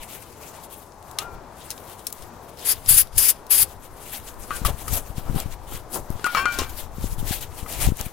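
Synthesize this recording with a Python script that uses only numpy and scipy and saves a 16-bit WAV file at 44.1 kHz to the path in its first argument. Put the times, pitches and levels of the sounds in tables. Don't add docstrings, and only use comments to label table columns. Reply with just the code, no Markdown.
import sys
import numpy as np
from scipy import signal
from scipy.fft import rfft, irfft, next_fast_len
from scipy.io import wavfile
from scipy.ndimage import uniform_filter1d

SR = 44100
rng = np.random.default_rng(int(sys.argv[2]) if len(sys.argv) > 2 else 0)


def waveform_to_disk(signal):
    frames = np.transpose(np.atleast_2d(signal))
    scaled = np.clip(frames, -1, 1) * 32767
    samples = np.round(scaled).astype(np.int16)
    wavfile.write(sys.argv[1], SR, samples)


N = 358091
FAST = next_fast_len(N, real=True)
T = np.arange(N) / SR
BINS = np.maximum(np.fft.rfftfreq(FAST, 1 / SR), 1)

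# frequency in Hz, level in dB.
ROAD_COLOUR = [(15, -31), (25, -5.5), (70, -1.5), (172, -7), (252, -7.5), (330, -6), (378, -5.5), (568, -6),
               (952, -4.5), (1930, -22), (3060, -32), (3320, -30.5), (6040, -28), (15200, -44.5),
               (16500, -61)]
ROAD_LEVEL_DB = -41.5

# frequency in Hz, level in dB.
GUST_COLOUR = [(12, 3.5), (30, -0.5), (60, -2.5), (120, -9), (250, -30.5), (500, -50)]
# time in seconds, left level in dB.
BREEZE = [(0, -42), (.1, -63), (2.6, -57.5), (3.4, -49.5), (4.4, -44.5), (5.6, -43.5), (6.3, -48),
          (6.8, -42), (8.12, -40)]
BREEZE_PAN_DB = 3
# time in seconds, left level in dB, rise and fall in seconds per 20 dB,
# left minus right in dB.
AIR_PUFFS = [(1.35, -36, 0.12, 0.109, 11.0), (2.256, -40, 0.13, 0.041, 13), (2.779, -35.5, 0.105, 0.07, 9),
             (2.91, -24.0, 0.074, 0.14, 5.5), (3.163, -29.5, 0.054, 0.11, 6),
             (3.624, -29, 0.089, 0.045, 15), (4.567, -32.5, 0.16, 0.026, 5),
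             (4.664, -21.5, 0.052, 0.117, 13), (4.94, -21.5, 0.14, 0.121, 12),
             (5.305, -24, 0.18, 0.325, 12), (5.468, -26, 0.034, 0.12, 14), (5.737, -28, 0.1, 0.098, 6),
             (6.032, -33, 0.18, 0.026, 10.0), (6.16, -27, 0.068, 0.026, 13), (6.434, -39, 0.21, 0.186, 4.0),
             (6.583, -27, 0.067, 0.26, 10), (7.056, -24.5, 0.16, 0.041, 5), (7.132, -23.5, 0.046, 0.035, 9),
             (7.187, -24, 0.043, 0.138, 8), (7.317, -24.5, 0.16, 0.022, 10), (7.366, -31, 0.049, 0.15, 16),
             (7.53, -35, 0.22, 0.033, 12), (7.618, -36, 0.12, 0.377, 25), (7.89, -14.5, 0.14, 0.031, 10),
             (8.06, -35, 0.034, 0.089, 14.0)]
# time in seconds, left and right level in dB before a common gain,
# width setting in ms.
PRESSURE_DIPS = [(1.334, -30, -40, 5), (1.366, -31, -40, 5.4), (2.9094, -16, -35, 2.9),
                 (3.1718, -16, -33, 5.8), (4.618, -14, -28, 2.9), (4.659, -8, -19, 5.2),
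                 (4.7049, -12, -32, 4.4), (4.746, -17.5, -34, 5.4), (4.9308, -12, -43, 3.4),
                 (5.1043, -17.5, -33, 4.9), (5.183, -11.5, -28, 2.8), (5.2984, -9.5, -27, 2.6),
                 (5.3125, -15, -48, 3.4), (5.3333, -21, -31, 5.1), (5.347, -13, -39, 2.1),
                 (5.362, -6, -27, 2.4), (5.369, -11, -41, 2.3), (5.4603, -16, -48, 2.9),
                 (6.1045, -10.5, -27, 2.5), (6.1552, -19.5, -40, 3), (6.589, -17.5, -36, 1.3),
                 (6.618, -16, -24, 5.1), (6.984, -16.5, -31, 2.4), (7.0426, -10.5, -21, 1.55),
                 (7.0464, -14, -29, 3.7), (7.2293, -15.5, -29, 2.5), (7.3105, -9.5, -26, 2.5),
                 (7.6303, -16.5, -33, 4.5), (7.8559, -14, -12, 9.5), (7.8756, 0.5, -18, 3.6),
                 (7.8888, -6, -32, 1.7), (7.903, -12, -29, 4.4), (7.9216, -5.5, -29, 2.5),
                 (8.0075, -17, -29, 5.1), (8.0662, -15.5, -35, 3.8)]
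STRAY_DIP_DB, STRAY_DIP_MS = 7, 3

# frequency in Hz, level in dB.
WIPE_COLOUR = [(290, -45), (500, -7.5), (731, -2.5), (859, -2), (924, -12.5), (1680, -6.5), (3020, -5),
               (5350, -7), (7490, -5), (9060, -3.5), (12500, -1), (15800, -6), (16500, -39)]
# time in seconds, hiss level in dB, rise in seconds per 20 dB, hold in seconds,
# fall in seconds per 20 dB, setting in dB for the share below 5500 Hz.
TOWEL_STROKES = [(0.03, -39, 0.097, 0.0058, 0.027, -8), (0.097, -36.5, 0.054, 0.012, 0.31, -9),
                 (0.437, -40.0, 0.06, 0.011, 0.174, -8.5), (0.544, -46.5, 0.092, 0.031, 0.212, -4),
                 (0.637, -44.0, 0.019, 0.014, 0.028, -13), (0.728, -39.0, 0.04, 0.0, 0.17, -10.5),
                 (0.82, -51, 0.03, 0.016, 0.03, -9), (1.078, -48.5, 0.102, 0.0, 0.18, -7.5),
                 (1.2, -42, 0.03, 0.029, 0.043, -1), (1.35, -51, 0.083, 0.0044, 0.034, -8),
                 (1.643, -44.5, 0.167, 0.086, 0.02, -5), (1.838, -46.0, 0.443, 0.0, 0.027, -10.0),
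                 (1.907, -41, 0.11, 0.025, 0.058, -10), (1.994, -42.0, 0.039, 0.0024, 0.066, -10),
                 (2.104, -41, 0.107, 0.0, 0.016, -8.0), (2.124, -42.5, 0.01, 0.014, 0.04, -11),
                 (2.181, -46, 0.081, 0.0, 0.247, -7.5), (2.494, -45.5, 0.17, 0.0062, 0.092, -10),
                 (2.596, -36.5, 0.028, 0.051, 0.26, -6), (3.722, -46.0, 0.314, 0.013, 0.084, -10),
                 (3.847, -42.5, 0.063, 0.013, 0.027, -9.0), (4.041, -45.5, 0.23, 0.036, 0.24, -7.0),
                 (4.144, -30.5, 0.12, 0.029, 0.043, -9), (4.276, -39.0, 0.082, 0.019, 0.061, -7),
                 (4.423, -35.5, 0.064, 0.02, 0.044, -13.5), (4.552, -31.5, 0.1, 0.0045, 0.12, -6),
                 (4.654, -24, 0.0073, 0.016, 0.023, -8.0), (4.696, -31.5, 0.04, 0.0068, 0.017, -7.0),
                 (4.8, -40.5, 0.22, 0.032, 0.034, -8.5), (4.941, -24.5, 0.093, 0.034, 0.037, -13.0),
                 (5.069, -39, 0.065, 0.0, 0.1, -10.5), (5.173, -43, 0.045, 0.0055, 0.18, -4.5),
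                 (5.363, -38.5, 0.04, 0.0074, 0.012, -12), (5.397, -35.5, 0.11, 0.0, 0.11, -3),
                 (5.512, -42, 0.028, 0.027, 0.029, -5), (5.75, -36, 0.112, 0.019, 0.062, -7.5),
                 (5.945, -28, 0.052, 0.0059, 0.071, -20), (6.102, -46.5, 0.1, 0.0, 0.207, -7.0),
                 (6.268, -29.5, 0.033, 0.0049, 0.015, -3), (6.394, -30, 0.2, 0.0054, 0.038, -3.5),
                 (6.47, -48, 0.03, 0.019, 0.05, 0), (6.525, -32.5, 0.015, 0.017, 0.031, -5),
                 (6.607, -34.5, 0.17, 0.025, 0.055, 3), (6.696, -40.5, 0.017, 0.011, 0.018, -8.0),
                 (6.8, -32.5, 0.131, 0.0047, 0.057, -9), (7.05, -36.5, 0.13, 0.02, 0.056, -9),
                 (7.119, -37.5, 0.047, 0.019, 0.024, -12), (7.189, -39.0, 0.039, 0.013, 0.044, -9.0),
                 (7.286, -24.5, 0.047, 0.028, 0.14, -9), (7.364, -32.0, 0.035, 0.0051, 0.012, -9),
                 (7.41, -31.5, 0.0082, 0.022, 0.04, -9.5), (7.59, -32.5, 0.086, 0.0, 0.095, -9.5),
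                 (7.626, -40, 0.008, 0.013, 0.013, -7.0), (7.696, -29.5, 0.035, 0.041, 0.079, -7),
                 (7.813, -25.5, 0.057, 0.02, 0.029, -7.0), (7.843, -24.5, 0.027, 0.013, 0.056, -9),
                 (7.995, -32.0, 0.049, 0.0, 0.12, -5.5), (8.053, -39, 0.0073, 0.0098, 0.015, -6)]
TOWEL_REST_DB, TOWEL_REST_LOW_DB = -62, -16
# frequency in Hz, level in dB.
SHUDDER_COLOUR = [(120, -12), (260, -1), (420, -4), (800, -4), (1300, -10), (2500, -29.5)]
# time in seconds, level in dB, rise and fall in seconds per 20 dB.
SHUDDERS = [(4.66, -37, 0.44, .05), (4.69, -28.5, .03, 0.047), (4.979, -34.5, 0.26, 0.052),
            (5.08, -41.5, .025, 0.081), (5.19, -39, .025, 0.081), (5.3, -34.5, .1, 0.06),
            (5.365, -30, 0.034, 0.13), (5.72, -38, 0.029, 0.11), (5.96, -28, .055, 0.061),
            (6.1, -40.5, 0.094, 0.29), (6.35, -37, 0.055, .35), (6.59, -31.5, 0.018, 0.12),
            (6.79, -43.5, .15, 0.13), (7.03, -41, 0.065, 0.098), (7.29, -41, 0.6, .08),
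            (7.88, -32, 0.3, 0.045), (7.92, -36, .03, .02), (8.01, -32, 0.041, 0.033),
            (8.07, -40, .04, 0.03)]

# start in seconds,
# peak setting in dB, main colour in Hz, seconds for the noisy tail to fade by 60 dB.
TICKS = [(0.6434, -36, 11700, 0.036), (0.921, -37, 3100, 0.031), (1.026, -35, 6820, 0.024),
         (1.112, -24.5, 9000, 0.051), (1.1864, -5, 3960, 0.061), (1.704, -10.5, 6700, 0.09),
         (1.7113, -15, 5240, 0.085), (1.778, -29, 4290, 0.057), (1.8964, -28, 12000, 0.04),
         (1.9929, -30, 5890, 0.044), (2.068, -6, 7850, 0.066), (2.1021, -29, 11700, 0.04),
         (2.1262, -13, 11000, 0.03), (2.2223, -29.5, 4600, 0.099), (2.4912, -32, 8430, 0.037),
         (2.572, -31, 5530, 0.053), (2.86, -20.5, 5100, 0.15), (3.071, -28.5, 5160, 0.041),
         (3.163, -19, 10700, 0.054), (3.466, -28, 5920, 0.054), (4.3415, -31, 9430, 0.034),
         (4.6488, -10, 12000, 0.041), (4.881, -13, 11100, 0.029), (5.4006, -7.5, 10000, 0.045),
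         (5.929, -19, 10000, 0.03), (5.9716, -16, 10000, 0.04), (6.1025, -25, 11700, 0.04),
         (6.1953, -28, 3040, 0.04), (6.243, -11, 3200, 0.021), (6.348, -10, 2650, 0.027),
         (6.4553, -14.5, 2640, 0.052), (6.5873, -8.5, 5130, 0.16), (6.6947, -26, 7200, 0.06),
         (7.6625, -34, 12700, 0.048), (7.97, -20, 11000, 0.043), (8.011, -8.5, 7170, 0.024)]
# frequency in Hz, level in dB.
STEEL_TONES = [(2750, -2), (3150, -2), (3900, 5.5), (4300, -0.5), (5200, 8), (5750, 3), (6500, 2),
               (7900, -3), (8600, 6), (10300, 4), (11800, 14), (13500, 1)]
SNAP_S = 0.001

# start in seconds, thud level in dB, hollow level in dB, levels in dB of the
# five main tones, ring-time factor left by the grip, rattle level in dB.
CAN_KNOCKS = [(1.187, -38, -50, -35, -55, -55, -53, -36, 0.85, -43),
              (1.219, -29, -30, -31.5, -55, -59, -51.5, -46, 1.56, -53),
              (4.507, -15, -28, -22, -26, -28.5, -38, -43, 0.54, -33),
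              (4.650, -13.5, -30, -8, -45, -50, -44, -45.5, .2, -31),
              (4.880, -25.5, -29, -42, -50, -48, -49, -50, 0.16, -38),
              (5.722, -34, -29, -41, -52, -54, -55, -58, .2, -39),
              (6.194, -35, -26, -50, -49, -50, -55, -53, .2, -46),
              (6.243, -20.5, -20.5, -45, -13, -36, -50, -34, 0.39, -29),
              (6.266, -11, -38, -38, -21.5, -42, -34, -42, 0.87, -35),
              (6.349, -8, -40, -20, -25, -31, -20.5, -25, 0.75, -26.5),
              (6.369, -26, -28, -16.5, -31.5, -20.5, -22, -28, 1.3, -19.5),
              (6.456, -8.5, -29, -28, -14.5, -25, -26, -37, 1.1, -28.5),
              (6.588, -33, -11.5, -25, -34, -37, -34, -25, 1.7, -32),
              (6.618, -34, -14, -28, -35, -33, -36, -25, 0.49, -36),
              (7.662, -26, -40, -50, -55, -52, -51, -55, .2, -47)]
# frequency in Hz, seconds to fade by 60 dB before
CAN_MAIN_TONES = [(1084, 0.29, 0.99, 0.052), (1418, 0.45, 0.13, 0.13), (1555, 0.5, 0.011, 0.079),
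                  (2330, 0.48, 0.017, 0.92), (2790, 0.097, 0.026, 0.34)]
# frequency in Hz, level against the rattle in dB,
# seconds to fade by 60 dB before the grip factor.
CAN_OTHER_TONES = [(1870, -3, 0.13), (2190, -10, .15), (2710, -7, 0.28), (3110, -8, 0.28),
                   (3090, -24.5, 0.27), (3570, -28, 0.18), (4220, -19, 0.21), (4350, -10.5, 0.16),
                   (5400, -12, .15), (5430, -28, 0.18), (7000, -17, .2)]
# time in seconds, wall detuning in %, base detuning in %.
LIQUID_DETUNING = [(1.19, 13, -3), (1.21, 17.5, 4), (1.235, 27.5, 5.5), (1.26, 29, 4.5), (1.32, 26.5, 2.5),
                   (1.55, 32.5, 4), (4.5, 5.5, 9), (4.7, 8.5, -3), (6.24, 7, 10), (6.28, 4, 4),
                   (6.33, 9, -7), (6.35, 6, -1), (6.39, -1.5, -2.5), (6.44, 6, 4.5), (6.46, 9, 2),
                   (6.55, 2, 0), (6.62, -4, 1.5), (6.68, 3, -0.5)]
# frequency in Hz, level in dB.
RATTLE_COLOUR = [(700, -8), (1250, 9.5), (1700, 1), (2200, -9), (3000, -6.5), (3800, -17), (6000, -29)]
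# frequency in Hz, level against the thud in dB, seconds to fade by 60 dB.
THUD_TONES = [(1254, 0.5, 0.043), (2000, -10.5, 0.033)]
HOLLOW_HZ, HOLLOW_T60_S = 383, 0.018

# frequency in Hz, level in dB.
SPRAY_COLOUR = [(180, -50), (300, -22), (717, -24.5), (863, -20), (1660, -19.5), (1800, -18), (3240, -14.5),
                (4240, -16), (4690, -8.5), (5830, -14), (7890, -11.5), (11000, 1), (13300, -6), (15400, -5),
                (16500, -49)]
# opening time in seconds, shutting time in seconds, opening level in dB,
# settled level in dB, leak level in dB just before opening.
NOZZLE_PUSHES = [(2.652, 2.725, -20, -15, -37), (2.892, 2.97, -5, -12.5, -23), (2.972, 3.017, -6, -12, -40),
                 (3.182, 3.28, -6, -15, -25), (3.29, 3.303, -9.5, -9.5, -9), (3.509, 3.629, -9, -11.5, -44)]
# start in seconds, end in seconds,
# first level in dB, settled level in dB, level in dB just before the start.
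BRIGHT_HISSES = [(4.883, 4.974, -24.5, -45, -70), (5.935, 5.967, -34, -29, -70)]
OPEN_DB_S, SHUT_DB_S, LEAK_DB_S = 2500, 1197, 507
SETTLE_S = 0.023
DRIP_DB, DRIP_DB_S = -26, 243
SPLASH_DB, SPLASH_SLOPE = -16.5, 0.35

# frequency in Hz, # loss in dB, likeness to the left from 0 to 1.
RIGHT_PORT = [(102, 5, 0.84), (600, 7, 0.83), (1230, 7, 0.75), (1600, 5, 0.6), (2540, 2.5, 0.56),
              (3300, 3, 0.6), (5300, 7, 0.21), (7360, 5.5, 0.4), (8900, 8, 0.26), (10200, 9, 0.5),
              (13100, 11.5, 0.1), (15000, 15, 0)]
TOP_HZ = 15900


def undb(db):
    return 10 ** (np.asarray(db) / 20)


def level(x, db):
    return x * undb(db) / np.sqrt(np.mean(x ** 2))


def fade(t, t60):
    return np.exp(-np.log(1000) * t / np.clip(t60, .003, None))


def add(out, s, x):
    i = int(s * SR)
    out[..., i:i + x.shape[-1]] += x[..., :N - i]


def along(table, column=1):
    table = np.array(table)
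    return np.interp(np.log(BINS), np.log(table[:, 0]), table[:, column])


def colour(x, table):
    return irfft(rfft(x, FAST) * undb(along(table)), FAST)[..., :N]


def curves(table):
    s, *columns = np.array(table, float).T
    return [np.interp(T, s, column) for column in columns]


def walk(rate):
    held = uniform_filter1d(rng.standard_normal(int(N / SR * rate) + 3), 2)
    return 1.6 * np.interp(T * rate, np.arange(len(held)), held)


def swells(rows, rest_db, rest_value=0.):
    t = T[::32]
    power = (undb(rest_db) ** 2 + np.zeros(N))[::32]
    value = power * rest_value
    for s, db, rise, hold, fall, own in rows:
        before = (s - t) / max(rise, .004)
        after = (t - s - hold) / max(fall, .004)
        away = np.maximum(np.maximum(before, after), 0)
        mine = undb(db - 20 * away) ** 2
        power = power + mine
        value = value + mine * own
    return np.interp(T, t, 10 * np.log10(power)), np.interp(T, t, value / power)


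def flicker(x, colours, step, together_db, alone_db, slow_db, rate):
    spectrum = rfft(x, FAST) * undb(along(colours))
    out, together = 0, walk(rate)
    low, top = np.log2(colours[0][0]), np.log2(colours[-1][0])
    for octave in np.arange(low, top + step, step):
        distance = np.clip((np.log2(BINS) - octave) / step, -1, 1)
        band = np.cos(np.pi / 2 * distance) ** 2
        wander_db = together_db * together + alone_db * walk(rate) + slow_db * walk(rate / 8)
        out = out + irfft(spectrum * band, FAST)[:, :N] * undb(wander_db)
    return out


def grains(colours, db, low_db, usual_db, scatter_db, together_db, alone_db, slow_db, rate):
    sizes = undb(scatter_db * np.minimum(rng.exponential(size=N), 5))
    clicks = rng.standard_normal((2, N)) * sizes
    dust = flicker(clicks, colours, 0.5025, together_db, alone_db, slow_db, rate)
    low = signal.sosfiltfilt(signal.butter(2, 5500, fs=SR, output="sos"), dust)
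    high = dust - low
    return (low * undb(low_db - usual_db) + high) * undb(db) / np.std(high)


def road():
    noise = rng.standard_normal((2, N))
    hum = flicker(noise, ROAD_COLOUR, 0.96, together_db=0.9, alone_db=1.14, slow_db=0.25, rate=9)
    return level(hum, ROAD_LEVEL_DB)


def wind():
    puffs = [(s, db, rise, 0, fall, pan_db) for s, db, rise, fall, pan_db in AIR_PUFFS]
    db, pan_db = swells(puffs, curves(BREEZE)[0], BREEZE_PAN_DB)
    shared, left, right = level(colour(rng.standard_normal((3, N)), GUST_COLOUR), 0)
    left_air = 0.82 * shared + 0.89 * left * undb(2.9 * walk(25))
    right_air = 0.78 * shared + 0.73 * right * undb(1.9 * walk(23))
    air = np.array([left_air, right_air]) * undb(np.array([db, db - pan_db]))

    strays = []
    for when, size, width in rng.random(size=(60, 3)):
        i = int(SR // 10 + when * (N - SR // 5))
        left_db = db[i] + STRAY_DIP_DB - 10 * size
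        strays.append((T[i], left_db, left_db - pan_db[i], STRAY_DIP_MS * (.5 + width)))

    dips, t = np.zeros((2, N)), T[:SR // 10] - .05
    for s, left_db, right_db, ms in list(PRESSURE_DIPS) + strays:
        dip = -1 / (1 + (t / (0.55 * ms / 1000)) ** 2) ** 1.7
        add(dips, s - .05, 1.25 * np.outer(undb([left_db, right_db]), dip))
    return air + signal.sosfilt(signal.butter(1, 14, "high", fs=SR, output="sos"), dips)


def towel():
    db, low_db = swells(TOWEL_STROKES, TOWEL_REST_DB, TOWEL_REST_LOW_DB)
    hiss = grains(WIPE_COLOUR, db + 1.13 * walk(90), low_db, usual_db=-7.5, scatter_db=3.1,
                  together_db=1.33, alone_db=2.0, slow_db=.9, rate=80)
    rumble = level(colour(rng.standard_normal((2, N)), SHUDDER_COLOUR), 0) * undb(1.86 * walk(60))
    shudders = [(s, db, rise, 0, fall, 0) for s, db, rise, fall in SHUDDERS]
    shudder_db, _ = swells(shudders, -84)
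    return hiss + rumble * undb(shudder_db)


def ticks():
    out, t = np.zeros((2, N)), T[:SR // 8]
    tone_hz, tone_db = np.transpose(STEEL_TONES)
    released = t > SNAP_S
    for s, db, hz, t60 in TICKS:
        crack = np.exp(-np.abs(t - SNAP_S) / 0.0007)
        tail = 0.27 * released * fade(t, t60)
        burst = rng.standard_normal((2, len(t))) * (crack + tail)
        edges = [hz / 1.75, min(hz * 2.86, .45 * SR)]
        burst = signal.sosfilt(signal.butter(2, edges, "band", fs=SR, output="sos"), burst)

        detune, scatter = rng.standard_normal((2, len(tone_hz)))
        octaves_away = np.log2(tone_hz / hz)
        reach_db = tone_db + 2 * scatter - 18 * octaves_away ** 2
        waves = np.sin(2 * np.pi * np.outer(t, tone_hz * (1 + 0.015 * detune)))
        burst = burst + 0.11 * waves @ undb(reach_db) * released * fade(t, 0.47 * t60)
        add(out, s, 1.03 * undb(db) * burst / np.abs(burst[0]).max())
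    return out


def can():
    out, t = np.zeros((2, N)), T[:SR // 3]
    wall, base = np.array(curves(LIQUID_DETUNING)) / 100
    rattle = level(colour(rng.standard_normal((2, N)), RATTLE_COLOUR), 0) * undb(0.72 * walk(150))
    following = [knock[0] for knock in CAN_KNOCKS[1:]] + [T[-1]]
    for (s, thud_db, hollow_db, *tones_db, grip, rattle_db), next_s in zip(CAN_KNOCKS, following):
        i = int(s * SR)
        ring = 0
        for (hz, t60, of_wall, of_base), own_db in zip(CAN_MAIN_TONES, tones_db):
            detune = (of_wall * wall + of_base * base)[i:i + len(t)]
            phase = 2 * np.pi * np.cumsum(hz * (1 + detune)) / SR
            waver = undb(2.5 * walk(50)[:len(t)])
            ring = ring + undb(own_db) * waver * np.sin(phase) * fade(t, t60 * grip)
        for hz, own_db, t60 in CAN_OTHER_TONES:
            detune, scatter = rng.standard_normal(2)
            wave = np.sin(2 * np.pi * hz * (1 + 0.0091 * detune) * t)
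            ring = ring + undb(rattle_db + own_db + 3 * scatter) * wave * fade(t, t60 * grip)
        ring = ring * (1 - np.exp(-t / .0015))
        ring = ring * fade(np.maximum(t + s - next_s, 0), .03)

        for hz, own_db, t60 in THUD_TONES:
            wave = np.sin(2 * np.pi * hz * (1 + 0.025 * rng.standard_normal()) * t)
            ring = ring + undb(thud_db + own_db) * wave * fade(t, t60)
        hollow = np.sin(2 * np.pi * HOLLOW_HZ * t) * fade(t, HOLLOW_T60_S)
        ring = ring + undb(hollow_db) * hollow
        both = np.array([ring, 0.047 * np.roll(ring, SR // 3000)])
        add(out, s, both + undb(rattle_db) * rattle[:, i:i + len(t)] * fade(t, 0.22))
    return out


def spray_and_bright_hisses():
    db = np.full(N, -120.)
    for opens, shuts, opening_db, settled_db, leak_db in list(NOZZLE_PUSHES) + list(BRIGHT_HISSES):
        early, late = np.maximum(opens - T, 0), np.maximum(T - shuts, 0)
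        settling = np.exp(-np.maximum(T - opens, 0) / SETTLE_S)
        main = settled_db + (opening_db - settled_db) * settling
        main = main - OPEN_DB_S * early - SHUT_DB_S * late
        leak = np.where(T < opens, leak_db - LEAK_DB_S * early, -120)
        drip = np.where(T > shuts, settled_db + DRIP_DB - DRIP_DB_S * late, -120)
        db = np.max([db, main, leak, drip], axis=0)
    low_db = np.minimum(SPLASH_DB - SPLASH_SLOPE * (db + 11), -3)
    return grains(SPRAY_COLOUR, db + 0.84 * walk(60), low_db, usual_db=-13.5, scatter_db=1.5,
                  together_db=-1.3, alone_db=0.9, slow_db=1.5, rate=160)


def ports(x):
    straight, scattered = rfft(x, FAST)
    like = np.clip(along(RIGHT_PORT, column=2), 0, 1)
    mixed = like * straight + np.sqrt(1 - like ** 2) * scattered
    right = undb(-along(RIGHT_PORT)) * mixed
    return np.array([x[0], irfft(right, FAST)[:N]])


def scene():
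    airborne = road() + towel() + ticks() + can() + spray_and_bright_hisses()
    return ports(airborne) + wind()


def record(dry):
    rounded = .85 * np.tanh(dry / .85)
    return signal.sosfilt(signal.ellip(8, .2, 70, TOP_HZ, fs=SR, output="sos"), rounded)


dry = scene()
out = record(dry)
waveform_to_disk(out)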